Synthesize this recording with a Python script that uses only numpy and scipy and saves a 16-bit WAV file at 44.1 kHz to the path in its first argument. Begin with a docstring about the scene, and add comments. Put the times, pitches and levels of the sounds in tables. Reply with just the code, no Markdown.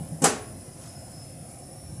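"""The sheet-steel door of a small oven is pushed shut by hand: it bumps softly in its guide, touches the
frame, then bangs home. Decaying noise makes its clang; fading sines make its rings and thuds.
A sleeve rustles as the hand lets go: a short swell of grainy noise.
A blower rumbles and hisses steadily close by: noise with resonances in it, its hiss made patchy by
earlier sound processing. Thin whines in the treble are sines of unsteady pitch and level."""
import sys
import numpy as np
from scipy import signal
from scipy.fft import rfft, irfft
from scipy.io import wavfile
from scipy.ndimage import map_coordinates

SR = 44100
rng = np.random.default_rng(int(sys.argv[2]) if len(sys.argv) > 2 else 0)


def output_pcm(signal):
    """Save a mono or channel-first signal as 16-bit PCM at the path in sys.argv[1].

    Samples are clipped to [-1, 1] before scaling.
    """
    pcm = np.clip(np.atleast_2d(signal).T, -1, 1) * 32767
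    wavfile.write(sys.argv[1], SR, np.round(pcm).astype(np.int16))


def makeup_ratio(level_db):
    """Linear amplitude ratio for a level in decibels (20 dB per factor of ten)."""
    decades = np.asarray(level_db, float) / 20
    return 10 ** decades


N = 88200  # samples: two seconds
TIME = np.arange(N) / SR  # seconds

# Contacts of door and frame. Each row: start in seconds, clang level in dB, ring level in dB,
# thud level in dB, build-up in seconds.
DOOR_CONTACTS = [(0.2185, -16, -31.5, -18.5, 0.0025), (0.2391, -18.5, -23, -27, 0.0012),
                 (0.2432, -21, -24.5, -31, .001), (0.2545, -34.5, -23, -29, 0.0018)]


def at_hz(points, hz):
    """Reads a table between its rows, along a log-frequency axis."""
    return np.interp(np.log(hz), np.log(np.array(points)[:, 0]), np.array(points)[:, 1])


def rms_one(x):
    """Scales a sound to an rms (average strength) of 1."""
    return x / np.sqrt(np.mean(x ** 2) + 1e-20)


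def coloured(spectrum):
    """Noise shaped by a spectrum table, silent beyond the table's ends, rms 1."""
    hz = np.maximum(np.arange(N // 2 + 1) * SR / N, 1)
    inside = (hz > spectrum[0][0]) & (hz < spectrum[-1][0])
    white = rfft(rng.standard_normal(N))
    return rms_one(irfft(white * makeup_ratio(at_hz(spectrum, hz)) * inside, N))


def drift(rate_hz):
    """Random wandering with rms 1: noise smoothed so that little faster than rate_hz is left."""
    r = np.exp(-2 * np.pi * rate_hz / SR)
    smooth = signal.lfilter([1], [1, -2 * r, r * r], rng.standard_normal(2 * N))
    return rms_one(smooth[N:])  # the first half only settles the filter


def swell(start, rise, t60):
    """A level curve that builds up from start while a decay of 60 dB per t60 seconds pulls it down."""
    t = np.maximum(TIME - start, 0)
    return (1 - np.exp(-t / max(rise, 1e-4))) * makeup_ratio(-60 * t / t60)


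def rings(modes, start, rise):
    """One contact sets every mode ringing, each a sine with its own fading."""
    return [makeup_ratio(db) * swell(start, rise, t60) * np.sin(2 * np.pi * hz * (TIME - start))
            for hz, db, t60 in modes]


def clang():
    """Each contact shakes the sheets into dense noise, which dies at its own speed in each band."""
    # Dense clang of the sheets. Each row: frequency in Hz, relative level in dB per Hz.
    clang_spectrum = [(88, -26), (150, -7.5), (490, -5), (800, -2.5), (900, -9), (1320, -10), (2100, -13.5),
                      (3700, -18), (4840, -14.5), (7500, -6.5), (9800, -6), (11200, -13.5), (11800, -17),
                      (14200, -28), (14600, -42), (15600, -46)]
    # Colour that the light first touch lacks. Each row: frequency in Hz, change in dB.
    touch_colour = [(300, -8), (1000, -14), (3000, -16), (5000, -13), (6500, -6), (7500, -6), (10000, -9),
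                    (12000, -13)]
    # Dying of the clang at first. Each row: frequency in Hz, time to fall 60 dB in seconds.
    clang_t60 = [(200, 0.17), (1000, 0.26), (4000, 0.22), (8000, 0.081), (14000, 0.031)]
    # Dying of its tail in box and room. Each row: frequency in Hz, time to fall 60 dB in seconds.
    tail_t60 = [(100, 1.03), (260, 0.61), (700, 0.44), (1840, 0.54), (4850, 0.38), (12800, 0.16)]
    tail_db, tail_rise_s = -6, 0.0074  # level against the clang

    out = np.zeros(N)
    noises = [rfft(coloured(clang_spectrum)) for _ in range(2)]
    hz = np.arange(N // 2 + 1) * SR / N
    band_edges = 100 * 2 ** np.arange(0, 7.5, 1 / 3)  # third-octave steps, in Hz
    for low, high in zip(band_edges, band_edges[1:]):
        mid = np.sqrt(low * high)
        in_band = (hz >= low) * (hz < high)
        near, far = [irfft(noise * in_band, N) for noise in noises]
        for k, (start, clang_db, _, _, rise) in enumerate(DOOR_CONTACTS):
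            colour_db = at_hz(touch_colour, mid) if k == 0 else 0
            gain = makeup_ratio(clang_db + colour_db)
            out += gain * near * swell(start, rise, at_hz(clang_t60, mid))
            out += gain * makeup_ratio(tail_db) * far * swell(start, tail_rise_s, at_hz(tail_t60, mid))
    return out


def rings_and_thuds():
    """Contacts ring the clear modes, roughened as loose sheets rattle, and thud in low smooth modes."""
    # Clearest modes of door and box. Each row: frequency in Hz, level in dB against the contact's ring,
    # time to fall 60 dB in seconds.
    box_modes = [(424.5, -0.5, 0.49), (459.5, -6, 0.19), (627.5, -8, 0.38), (745, -9, 0.61), (809, 0, .25),
                 (1104, -11, 0.45), (1352, -12, 0.28), (1500, -14, .22), (1834, -12, .3), (2307, -15, 0.17),
                 (2905, -14.5, 0.22), (3156, -19, .2), (5932, -13.5, 0.15), (6772, -6, 0.086),
                 (7800, -20, 0.058), (9469, -14, .1)]
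    # Low air and panel modes that thud. Each row: frequency in Hz, level in dB against the contact's
    # thud, time to fall 60 dB in seconds.
    thud_modes = [(158.3, -3.5, 0.28), (216, -4.5, .3), (266.5, -0.5, 0.34), (311, -8, 0.11),
                  (382, -14.5, 0.34), (518, -8.5, 0.13)]
    rattle_db, rattle_hz = 2.5, 25  # depth and speed

    out = np.zeros(N)
    rattle = makeup_ratio([rattle_db * drift(rattle_hz) for _ in box_modes])  # each mode has its own
    for start, _, ring_db, thud_db, rise in DOOR_CONTACTS:
        out += makeup_ratio(ring_db) * np.sum(rattle * rings(box_modes, start, rise), axis=0)
        out += makeup_ratio(thud_db) * sum(rings(thud_modes, start, rise))
    return out


def crack():
    """A bright, quickly dying burst of noise shortly after the second contact."""
    # Each row: frequency in Hz, relative level in dB per Hz.
    crack_spectrum = [(1000, -17), (6000, -15), (8000, 6.5), (9500, -3), (11000, -8), (14500, -34),
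                      (15600, -38)]
    start_s, level_db, rise_s, t60_s = 0.2405, -12, 0.00091, 0.041
    return makeup_ratio(level_db) * swell(start_s, rise_s, t60_s) * coloured(crack_spectrum)


def bumps():
    """The sliding door bumps softly in its guide: each bump is one low sine that dies away."""
    # Each row: start in seconds, level in dB.
    guide_bumps = [(0.002, -24), (0.117, -21)]
    pitch_hz, t60_s, rise_s = 157.7, 0.17, 0.0088
    return sum(rings([(pitch_hz, db, t60_s)], start, rise_s)[0] for start, db in guide_bumps)


def door():
    """All knocks of the door together, with the deep bass filtered away."""
    knocks = clang() + rings_and_thuds() + crack() + bumps()
    low_cut_hz = 109
    return signal.sosfilt(signal.butter(2, low_cut_hz, "high", fs=SR, output="sos"), knocks)


def slide():
    """The door slides in its guide: a dull lumpy rub of noise that stops at the first contact."""
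    # Each row: frequency in Hz, relative level in dB per Hz.
    slide_spectrum = [(130, -4), (250, 6), (380, -9), (670, -6), (800, -7.5), (1000, -25)]
    level_db, lumps_db = -47.5, 2.5
    sliding = TIME < DOOR_CONTACTS[0][0]
    return makeup_ratio(level_db + lumps_db * drift(15.0)) * sliding * coloured(slide_spectrum)


def sleeve():
    """Cloth brushes cloth: a short swell of grainy hiss."""
    # Each row: frequency in Hz, relative level in dB per Hz.
    rustle_spectrum = [(900, 1), (2000, -2.5), (4000, -5.5), (7000, 0.5), (9000, -2), (12000, -12)]
    start_s, rise_s, fall_s, level_db = 0.75, 0.11, 0.1, -54
    t = TIME - start_s - rise_s  # zero at the peak
    shape = np.exp(-(t / np.where(t < 0, rise_s, fall_s)) ** 2)
    return makeup_ratio(level_db + 0.92 * drift(80.0)) * shape * coloured(rustle_spectrum)


def patchy(x):
    """Patches left by earlier sound processing: narrow bands swell and sink each on their own; rms 1."""
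    depth_db, width_hz, length_s = 4.5, 70.43, 0.1399
    hz, seconds, spectrum = signal.stft(x, SR, nperseg=1024)
    places = np.meshgrid(hz / width_hz, seconds / length_s, indexing="ij")
    # random levels on a coarse grid, blended between its points
    patches = map_coordinates(rng.standard_normal((400, 100)), places, order=1, mode="wrap")
    return rms_one(signal.istft(spectrum * makeup_ratio(depth_db * patches), SR, nperseg=1024)[1][:N])


def blower():
    """A rush of air with the narrow patches of sound processing, plus noise through narrow resonances."""
    # The rush of air. Each row: frequency in Hz, relative level in dB per Hz.
    rush_spectrum = [(15, -71), (25, -18), (37, -20), (54, -9.5), (111, 0.5), (162, -2.5), (180, -5),
                     (369, -13.5), (422, -25.5), (536, -12.5), (580, -15), (738, -14.5), (889, -27.5),
                     (2500, -33), (3300, -38), (4700, -36.5), (5200, -29), (6300, -33), (8000, -27),
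                     (8700, -36), (9000, -28), (9300, -28), (9900, -16.5), (10120, -31), (10800, -32),
                     (12500, -36.5), (13000, -36.5), (14100, -40.5), (14450, -75), (15200, -75)]
    # Resonances. Each row: frequency in Hz, width in Hz of each of two equal filters, rms level in dB.
    resonances = [(123.5, 52, -52), (532, 21, -61), (695, 225, -61), (5740, 26, -74), (7870, 70, -76.5)]
    rush_db = -43
    out = makeup_ratio(rush_db + 0.65 * drift(2.6)) * patchy(coloured(rush_spectrum))
    for hz, width, db in resonances:
        r = np.exp(-np.pi * width / SR)
        poles = [1, -2 * r * np.cos(2 * np.pi * hz / SR), r * r]
        once = signal.lfilter([1, 0, -1], poles, rng.standard_normal(N))
        twice = signal.lfilter([1], poles, once)
        out += makeup_ratio(db + 1.16 * drift(6.7)) * rms_one(twice)
    return out


def tone(hz, db):
    """A sine that follows a pitch and an rms level."""
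    return np.sqrt(2) * makeup_ratio(db) * np.sin(2 * np.pi * np.cumsum(hz) / SR)


def motor_song():
    """The motor sings in several sines whose pitch and strength swing once a turn."""
    # Each row: frequency in Hz, pitch swing in Hz, rms level in dB.
    motor_lines = [(8960, 66, -61.5), (9780, 79, -60), (9925, 95, -55.5)]
    turns_hz, turn_wander_hz, turn_depth = 48.9, 0.84, 0.13  # the depth is a share of the strength
    jitter_hz, flutter_db = 18, 2.5
    turn = np.sin(2 * np.pi * np.cumsum(turns_hz + turn_wander_hz * drift(2.0)) / SR)
    out = np.zeros(N)
    for hz, swing, db in motor_lines:
        pitch = hz + swing * turn + jitter_hz * drift(144.5)
        out += (1 + turn_depth * turn) * tone(pitch, db + flutter_db * drift(93.0))
    return out


def whine():
    """A wandering sine with a fainter line on each side."""
    # Path of the whine. Each row: time in seconds, frequency in Hz, rms level in dB.
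    whine_path = [(0, 5200, -68), (.2, 5135, -66.5), (.45, 5160, -62), (.58, 5130, -65), (.64, 5180, -66.5),
                  (.74, 5080, -61), (.8, 5050, -76), (.86, 5180, -63), (.9, 5170, -58), (1.04, 5180, -60.5),
                  (1.1, 5120, -63.5), (1.18, 5180, -53), (1.35, 5200, -63.5), (1.45, 5220, -70),
                  (1.58, 5270, -71), (1.64, 5380, -56), (1.7, 5320, -67), (1.76, 5430, -64),
                  (1.829, 5416, -60), (2, 5445, -61)]
    jitter_hz = 13.3
    side_hz, side_db, side_swing_db = 320, -13, 2.5  # distance, and level against the middle line
    seconds, hz, db = np.transpose(whine_path)
    pitch = np.interp(TIME, seconds, hz) + jitter_hz * drift(49.0)
    level_db = np.interp(TIME, seconds, db)
    out = tone(pitch, level_db + 2.8 * drift(36.0))
    for side in (-1, 1):
        out += tone(pitch + side * side_hz, level_db + side_db + side_swing_db * drift(2.2))
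    return out


def scene():
    """Door, sleeve, blower and whines added up in one channel."""
    mix = door() + slide() + sleeve() + blower() + motor_song() + whine()
    return mix[None]


def top_cut(x):
    """Nothing passes above the cut-off."""
    return signal.sosfilt(signal.butter(12, 15670, fs=SR, output="sos"), x)


def record(dry):
    """Turns the finished mix into the sound that is written."""
    return top_cut(dry)


dry = scene()
out = record(dry)
output_pcm(out)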